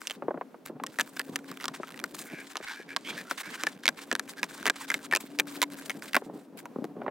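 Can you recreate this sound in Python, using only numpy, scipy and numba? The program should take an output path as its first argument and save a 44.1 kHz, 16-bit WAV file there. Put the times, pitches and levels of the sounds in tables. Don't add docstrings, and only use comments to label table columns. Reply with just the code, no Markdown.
import sys
import numpy as np
from scipy import signal
from scipy.fft import rfft, irfft
from scipy.io import wavfile
from scipy.ndimage import uniform_filter1d
from numba import njit

SR = 44100
rng = np.random.default_rng(int(sys.argv[2]) if len(sys.argv) > 2 else 0)


def transcribe(signal):
    frames = np.atleast_2d(signal).T
    limited = np.clip(frames, -1, 1)
    pcm = np.round(limited * 32767).astype(np.int16)
    wavfile.write(sys.argv[1], SR, pcm)


N = 313418
HIT_SIZE = 4096
STRIP_Q, PARTNER_RATIO = 14, 1.42


def undb(db):
    return 10 ** (np.asarray(db) / 20)


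def curve(rows, axis=1):
    rows = np.array(rows)
    return np.interp(np.arange(N) / SR, rows[:, 0], rows[:, axis])


def bins(size):
    return np.maximum(np.fft.rfftfreq(size, 1 / SR), 1)


def across(rows, hz, axis=1):
    rows = np.array(rows)
    return np.interp(np.log(hz), np.log(rows[:, 0]), rows[:, axis])


def paint(x, colour):
    size = x.shape[-1]
    return irfft(rfft(x) * undb(across(colour, bins(size))), size)


def resonance(hz, centre_hz, q):
    return 1 / (1 + 1j * q * (hz / centre_hz - centre_hz / hz))


def unit(x, seconds=N / SR):
    return x * np.sqrt(seconds * SR / np.sum(x ** 2))


def walk(rate):
    step = max(int(SR / rate), 1)
    stairs = np.repeat(rng.standard_normal(N // step + 1), step)
    smooth = uniform_filter1d(uniform_filter1d(stairs, step), step)
    return 1.895 * smooth[:N]


def add(track, s, sound):
    i = max(int(s * SR), 0)
    track[i:i + len(sound)] += sound[:N - i]


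def gestures(rows, attack_s, release_s, sag_db):
    power = np.zeros(N)
    for s, length_s, db in rows:
        size = int((attack_s + length_s + 8 * release_s) * SR)
        t = np.arange(size) / SR - attack_s
        rise = np.clip(1 + t / attack_s, 0, 1) ** 2
        hold = undb(db - sag_db * np.clip(t / length_s, 0, 1))
        fall = np.exp(-np.maximum(t - length_s, 0) / release_s)
        add(power, s - attack_s, (rise * hold * fall) ** 2)
    return np.sqrt(power)


def bending(hz, lag_s):
    return np.exp(-4j * np.pi * lag_s * np.sqrt(hz * 10 ** 3))


def strip(hz, ring_hz, wide_q=1.83, broad=0.3, sustain=3.6, partner=0.23):
    main_mode = resonance(hz, ring_hz, STRIP_Q)
    partner_mode = partner * resonance(hz, PARTNER_RATIO * ring_hz, STRIP_Q)
    knock = broad + resonance(hz, ring_hz, wide_q)
    return knock + sustain * (main_mode + partner_mode)


@njit
def moving_band(x, hz, q):
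    y, band, low = np.empty(len(x)), 0., 0.
    for i in range(len(x)):
        g = np.tan(np.pi * hz[i] / SR)
        v = (band + g * (x[i] - low)) / (1 + g * (g + 1 / q))
        band, low, y[i] = 2 * v - band, low + 2 * g * v, v / q
    return y


# frequency in Hz, relative level in dB.
AIR_COLOUR = [(25, -49.5), (70, -33), (130, -15), (250, 9), (900, -8.5), (3200, -22.5), (8000, -29.5),
              (15500, -30)]


def air(level_db=-57, spread=0.47):
    mid, side = (unit(paint(rng.standard_normal(N), AIR_COLOUR)) for _ in range(2))
    return undb(level_db + walk(13.0)) * (mid + spread * side * np.array([[1], [-1]]))


# time in seconds, pitch in Hz, level in dB.
HUM = [(0, 279, -71), (1.4, 273.8, -54), (3.6, 281, -67), (4.4, 276, -54), (5.25, 281.9, -55.5),
       (5.45, 284, -45), (5.8, 283.5, -44.5), (6, 285, -57)]


def hum():
    waver, swell_db = .008, 2.3
    pitch_hz = curve(HUM) * (1 + waver * walk(15))
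    phase = 2 * np.pi * np.cumsum(pitch_hz) / SR
    return unit(np.sin(phase)) * undb(curve(HUM, axis=2) + swell_db * walk(9.3))


# start in seconds, length in seconds, effort in dB before the gain of each sound it drives.
BLADE_STROKES = [(0, 0.15, -50.5), (.658, .012, -44), (1.455, 0.074, -52.5), (1.74, 0.035, -47),
                 (2.145, 0.077, -49), (2.5, 0.14, -48.5), (2.63, 0.118, -44), (3.07, 0.11, -43),
                 (3.3, .028, -41), (3.378, 0.017, -35.5), (3.44, 0.11, -49), (3.505, 0.05, -41),
                 (3.59, 0.13, -47.5), (3.975, 0.062, -46), (4.28, 0.053, -49), (4.49, .17, -47.5),
                 (4.76, 0.092, -48.5), (4.88, 0.18, -48), (5.205, 0.049, -47), (5.47, 0.12, -48),
                 (5.705, 0.16, -50), (6.025, 0.074, -47), (6.338, 0.1, -63.5), (6.575, 0.02, -42.5)]
# start in seconds, length in seconds, effort in dB before the same gains.
LIGHT_RUBBING = [(0.882, 5.38, -57.5)]
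STROKE_ATTACK_S, STROKE_RELEASE_S, STROKE_SAG_DB = 0.0088, 0.013, 2


def blade_effort():
    return gestures(BLADE_STROKES + LIGHT_RUBBING, STROKE_ATTACK_S, STROKE_RELEASE_S, STROKE_SAG_DB)


# frequency in Hz, relative level in dB.
SLIDE_COLOUR = [(200, -6.5), (500, -1.5), (950, 8), (3600, 2.5), (5800, -2), (8200, -1.5), (11000, -7.5),
                (15500, -10.5)]


def sliding(gain_db=-3.0):
    grain_rate, grain_db = 570, 4.1
    hiss, catch_db = 1.1, 3.9
    rub = 0
    for fibre_hz in 10 ** 3 * 2. ** np.arange(5):
        moments = rng.random(N) < grain_rate / SR
        direction = np.sign(rng.standard_normal(N))
        ticks = moments * direction * undb(grain_db * np.minimum(rng.exponential(size=N), 4))
        friction = (unit(ticks) + hiss * rng.standard_normal(N)) * undb(2 * walk(40))
        rub = rub + signal.lfilter(*signal.iirpeak(fibre_hz, 2, fs=SR), friction)
    return unit(paint(rub, SLIDE_COLOUR)) * blade_effort() * undb(gain_db + catch_db * walk(90))


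def crackle(level_db=-4):
    rate, size_db, spurt_s = 110, 4, .0007
    hz = bins(N)
    snaps = (rng.random(N) < rate / SR) * undb(size_db * np.minimum(rng.exponential(size=N), 3))
    envelope = signal.lfilter([1], [1, -np.exp(-1 / (spurt_s * SR))], snaps)
    spurts = envelope * rng.standard_normal(N)
    sheet = strip(hz, 1590) * bending(hz, 0.001498)
    return undb(level_db) * blade_effort() * unit(irfft(rfft(spurts) * sheet, N))


# start in seconds, length of the run in seconds (0 for one tick), typical level of a tick in dB.
CATCHES = [(.016, 0, -29.5), (1.165, 0.01, -33.5), (.941, 0, -37.5), (1.389, 0, -35), (1.514, 0, -28),
           (1.572, 0.064, -35), (1.872, .11, -39.5), (1.991, 0.012, -31.5), (2.188, 0, -39),
           (3.8348, 0, -33.5), (6.022, 0, -29.5), (6.132, 0, -26.5)]


def catches(ring_hz=1550, bright_hz=3200, lag_s=0.0018):
    gap_s, slowing, scatter = .006, .05, .45
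    grit, grit_s = .4, .0013
    out, t, hz = np.zeros(N), np.arange(HIT_SIZE) / SR, bins(HIT_SIZE)
    for (s, length_s, db), chance in zip(CATCHES, rng.standard_normal((len(CATCHES), 20, 3))):
        elapsed = 0
        for pace, size, pitch in np.exp(scatter * chance):
            if elapsed <= abs(length_s):
                body = .5 + strip(hz, ring_hz * pitch ** .5)
                body = body / (1 + 1j * hz / bright_hz) / (1 + 500 / (1j * hz))
                fibres = grit * rng.standard_normal(HIT_SIZE) * np.exp(-t / grit_s)
                push = rfft((t == 0) + fibres)
                tick = unit(irfft(push * body * bending(hz, lag_s)), 0.001)
                add(out, s + elapsed, undb(db) * size ** .5 * tick)
                elapsed += (gap_s + slowing * elapsed) * pace
    return out


# frequency in Hz, relative level in dB.
SHEET_COLOUR = [(40, -76.5), (120, -19), (250, 9.5), (1000, 8), (2200, 6), (3200, 0), (5000, -5.5),
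                (9000, -13.5)]
# frequency in Hz, relative level in dB.
SNAP_COLOUR = [(100, -48), (1500, -24), (3000, 2), (4600, -0.5), (7700, -2.5), (9500, -7.5), (15500, -17)]
# time in seconds, ring level in dB, ring of the strip in Hz, treble snap relative to the ring in dB.
FLUTE_CRACKS = [(0.072, -30, 2770, 4), (0.099, -31, 3090, -5), (0.1091, -26, 3050, -6.5),
                (0.8373, -24, 1050, -13), (0.8653, -37, 1840, 3.5), (0.9877, -19.5, 1850, -14),
                (0.9976, -16, 1770, -13), (1.0104, -24, 1700, 1), (1.1949, -28, 1870, -0.2),
                (1.1983, -22.5, 1770, -16), (1.359, -22.5, 1880, -3), (1.6424, -27, 1360, -3),
                (1.6555, -29.5, 1144, 2.5), (1.682, -26.5, 1250, 0), (1.8331, -27.5, 1280, -22),
                (2.0406, -22.5, 1360, -8), (2.5559, -27, 1220, -12), (2.5698, -30.5, 970, 4),
                (2.964, -20.5, 1100, 0.5), (3.3115, -19, 1420, -11.1), (3.636, -22, 1710, -3.5),
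                (3.6692, -16, 1730, -12), (3.8562, -20, 2270, -3), (3.8797, -14, 2310, -1),
                (3.8886, -17.5, 1580, -2.5), (4.1149, -18, 1710, -9.8), (4.1273, -26, 1710, 0.5),
                (4.1526, -21, 1550, -3.5), (4.1959, -23, 1660, -2.5), (4.4312, -17.5, 1670, -8.5),
                (4.4401, -30, 890, -2), (4.6564, -19.5, 3000, -11), (4.6659, -17.5, 1720, -4.5),
                (4.6754, -17, 1930, -9), (4.6988, -14.5, 1620, -4), (4.9025, -16.5, 2100, -10),
                (4.9169, -22.5, 1640, -13), (4.9423, -18.5, 2130, -6.5), (5.1128, -26, 2260, -14),
                (5.1253, -16.5, 1760, -14.7), (5.1357, -13, 1800, -23), (5.1507, -18.5, 2330, -2),
                (5.162, -19, 2580, -1.2), (5.3886, -22, 2620, -6.1), (5.3984, -13, 2470, -4.5),
                (5.618, -18, 2200, -3), (5.6274, -17, 990, -3.8), (5.6316, -22.5, 2180, 0.5),
                (5.897, -23.5, 2230, -10.5), (5.9052, -25, 2065, -12), (6.1459, -14, 1657, -21),
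                (6.1526, -18.6, 1600, -12), (6.166, -11.5, 758, -21), (6.6562, -32.5, 970, -19),
                (6.8432, -33, 710, -13.5), (7.0344, -44, 710, -34)]


def cracks(echo=0.058, echo_s=0.0049, echo_hz=900, snap_db=0, lag_s=0.002115, bounce=0.42):
    tear_s, tear, snap_s = .0004, .15, .00045
    bounce_s, span_s = .0028, .002
    liner_db, liner_s = -10, .004
    out, t, hz = np.zeros(N), np.arange(HIT_SIZE) / SR, bins(HIT_SIZE)
    sheet = undb(across(SHEET_COLOUR, hz)) * bending(hz, lag_s)
    noises = rng.standard_normal((len(FLUTE_CRACKS), 4, HIT_SIZE))
    for (s, db, ring_hz, treble_db), (fibres, edges, splinters, place) in zip(FLUTE_CRACKS, noises):
        edge_distance, spurt_length, liner_size, liner_lag = np.exp(place[:4] / 2)
        liner = undb(liner_db) * liner_size * np.exp(-2j * np.pi * hz * liner_s * liner_lag)
        twice = 1 + liner
        push = twice * rfft((t == 0) + tear * fibres * np.exp(-t / tear_s))
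        comb = 1 - bounce * np.exp(-2j * np.pi * hz * bounce_s * edge_distance)
        scatter = echo * edges * np.exp(-t / echo_s) * (1 - np.exp(-t / bounce_s))
        returns = rfft(scatter) / (1 + 1j * hz / echo_hz)
        ring = irfft(sheet * (push * comb * strip(hz, ring_hz) + 2 * returns))
        fall = np.exp(-t / (snap_s * np.sqrt(spurt_length)))
        spurt = irfft(twice * rfft(fall * (1 - fall)))
        snap = paint(np.roll(splinters * spurt, shift=HIT_SIZE // 2), SNAP_COLOUR)
        add(out, s - .0013, undb(db) * unit(ring, span_s))
        snap_start = s - snap_s - HIT_SIZE / 2 / SR
        add(out, snap_start, undb(db + treble_db + snap_db) * unit(snap, span_s))
    return out


# frequency in Hz, relative level in dB.
FLEX_COLOUR = [(30, -48), (70, -36), (160, -3.5), (250, 1.5), (800, -14), (2500, -42), (8000, -70)]
# start in seconds, length in seconds, effort in dB before the gain.
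BENDS = [(.2, 0.14, -46.5), (.7, 0.15, -49.5), (3.11, 0.086, -47), (5.3, 1.04, -52.5), (6.77, 0.069, -47),
         (7.01, 0.055, -41.5)]
# start in seconds, length in seconds, effort in dB before the gain.
HELD_UP = [(0.674, 1.738, -51.5), (2.85, 3.95, -52)]
BEND_ATTACK_S, BEND_RELEASE_S, BEND_SAG_DB = 0.12, 0.074, -0.5


def flexing(gain_db=-1.0, creak_db=-13, easy_db=-50):
    flutter_db, creak_growth = 2.5, .7
    effort = gestures(BENDS + HELD_UP, BEND_ATTACK_S, BEND_RELEASE_S, BEND_SAG_DB)
    rumble = unit(paint(rng.standard_normal(N), FLEX_COLOUR)) * undb(flutter_db * walk(45))
    slips = (rng.random(N) < 400 / SR) * rng.standard_normal(N)
    creak = unit(irfft(rfft(slips) * resonance(bins(N), 488, 1.1) ** 2, N))
    creak = creak * undb(creak_db) * (effort / undb(easy_db)) ** creak_growth
    return effort * undb(gain_db) * (rumble + creak)


# time in seconds, level in dB, centre of the thud's mode in Hz.
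HANDLING_BUMPS = [(.223, -31, 505), (.283, -22.5, 474), (.308, -27, 435), (.343, -33, 440),
                  (0.375, -34.5, 450), (.412, -30, 623), (.544, -42, 520), (.698, -35, 383),
                  (0.8, -36.5, 790), (1.293, -35.5, 263), (1.799, -32.5, 306), (2.332, -34.5, 237),
                  (2.603, -39, 450), (2.797, -41, 380), (3.759, -44, 185), (4.127, -30, 300),
                  (5.237, -38.5, 244), (6.22, -37, 435), (6.263, -38, 263), (6.298, -36.5, 312),
                  (6.338, -43, 290), (6.76, -29, 314), (6.786, -29.5, 238), (6.821, -32, 214),
                  (6.842, -28.5, 270), (6.966, -40, 432), (7.018, -34, 600), (7.064, -30.5, 600),
                  (7.081, -27.5, 620)]


def bumps(lag_s=.0022, q=1.5, scuff=.14, scuff_s=.0055, softness=3.52):
    out, t, hz = np.zeros(N), np.arange(HIT_SIZE) / SR, bins(HIT_SIZE)
    sheet = bending(hz, lag_s) / (1 + (150 / hz) ** 4)
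    grits = rng.standard_normal((len(HANDLING_BUMPS), HIT_SIZE))
    for (s, db, centre_hz), grit in zip(HANDLING_BUMPS, grits):
        contact = (t == 0) + scuff * grit * np.exp(-t / scuff_s)
        push = rfft(contact) / (1 + (hz / centre_hz / softness) ** 4)
        thud = irfft(push * sheet * resonance(hz, centre_hz, q))
        add(out, s - .002, undb(db) * unit(thud, 0.008))
    return out


# start in seconds, length in seconds,
# level in dB before the gain, middle resonance of the strip in Hz, its partner's relative level in dB.
RASPS = [(2.258, 0.18, -43, 1590, -0.5), (2.662, 0.06, -36.5, 1584, -4), (2.707, 0.13, -45, 1616, -5),
         (2.877, 0.066, -41, 1590, -1), (3.043, 0.081, -36.5, 2300, -2), (3.163, 0.059, -37, 1680, -9),
         (3.249, 0.097, -48.5, 1390, -8), (3.43, 0.071, -40.5, 1580, -4), (3.573, 0.083, -41.5, 1630, -14),
         (4.367, 0.041, -40, 1650, -14)]


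def rasps(slip_rate=450, hiss=0.085, gain_db=-3.5, scuff=0.093):
    glide_octaves, bend, waver = .08, .04, .015
    out, wander = np.zeros(N), waver * walk(40)
    for s, length_s, db, lower_hz, upper_db in RASPS:
        size = int(length_s * SR)
        along = np.linspace(0, 1, size)
        pressure = np.abs(np.sin(np.pi * along))
        moments = rng.random(size) < slip_rate / SR
        slips = rng.standard_normal(size) * (hiss + moments) * np.sqrt(pressure)
        glide = glide_octaves * (along - .5) + bend * (pressure - pressure.mean())
        hz = lower_hz * 2 ** (glide + wander[int(s * SR):][:size])
        lower = moving_band(slips, hz, STRIP_Q)
        upper = undb(upper_db) * moving_band(slips, PARTNER_RATIO * hz, STRIP_Q)
        broad = scuff * moving_band(slips, 2 * hz, 1.0)
        add(out, s, undb(db + gain_db) * unit(lower - upper + broad, length_s))
    return out


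# time in seconds, lift in dB.
TREBLE_LIFT = [(0, -0.5), (1.2, 5.5), (1.8, -6), (2.25, 9), (2.8, -15.5), (3.3, 0.5), (3.7, -4), (6.5, 5.5)]


def brighten(x, corner_hz=7000):
    treble = irfft(rfft(x) / (1 + (corner_hz / bins(N)) ** 4), N)
    return x + treble * (undb(curve(TREBLE_LIFT)) - 1)


def surroundings(x):
    level_db, decay_s = -17, .003
    t = np.arange(HIT_SIZE) / SR
    tails = rng.standard_normal((2, HIT_SIZE)) * np.exp(-t / decay_s)
    scattered = [signal.fftconvolve(x, unit(tail, 1 / SR))[:N] for tail in tails]
    return undb(level_db) * np.array(scattered)


# frequency in Hz, left minus right in dB,
# phase by which left leads in radians.
MICROPHONE_PORTS = [(100, .2, 0), (650, .5, -.1), (1500, -1.2, -.4), (2400, -2, -.4), (4400, -1.3, -.6),
                    (8100, 2.5, -.6), (15000, 3, .4)]


def scene(spread_db=-11):
    shift_db, shift_rate = 1.0, 80
    cutting = brighten(sliding() + crackle() + cracks())
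    near = hum() + cutting + catches() + flexing() + bumps() + rasps()
    hz, sign = bins(N), np.array([[.5], [-.5]])
    shading = undb(sign * across(MICROPHONE_PORTS, hz))
    lead = np.exp(1j * sign * across(MICROPHONE_PORTS, hz, axis=2))
    direct = irfft(rfft(near) * shading * lead, N) * undb(sign * shift_db * walk(shift_rate))
    wide_rubbing = 2 * sign * undb(spread_db) * brighten(sliding())
    return direct + wide_rubbing + surroundings(near) + air()


TOP_HZ = 15900


def record(dry):
    return signal.sosfilt(signal.ellip(10, .2, 80, TOP_HZ, fs=SR, output="sos"), dry)


dry = scene()
out = record(dry)
transcribe(out)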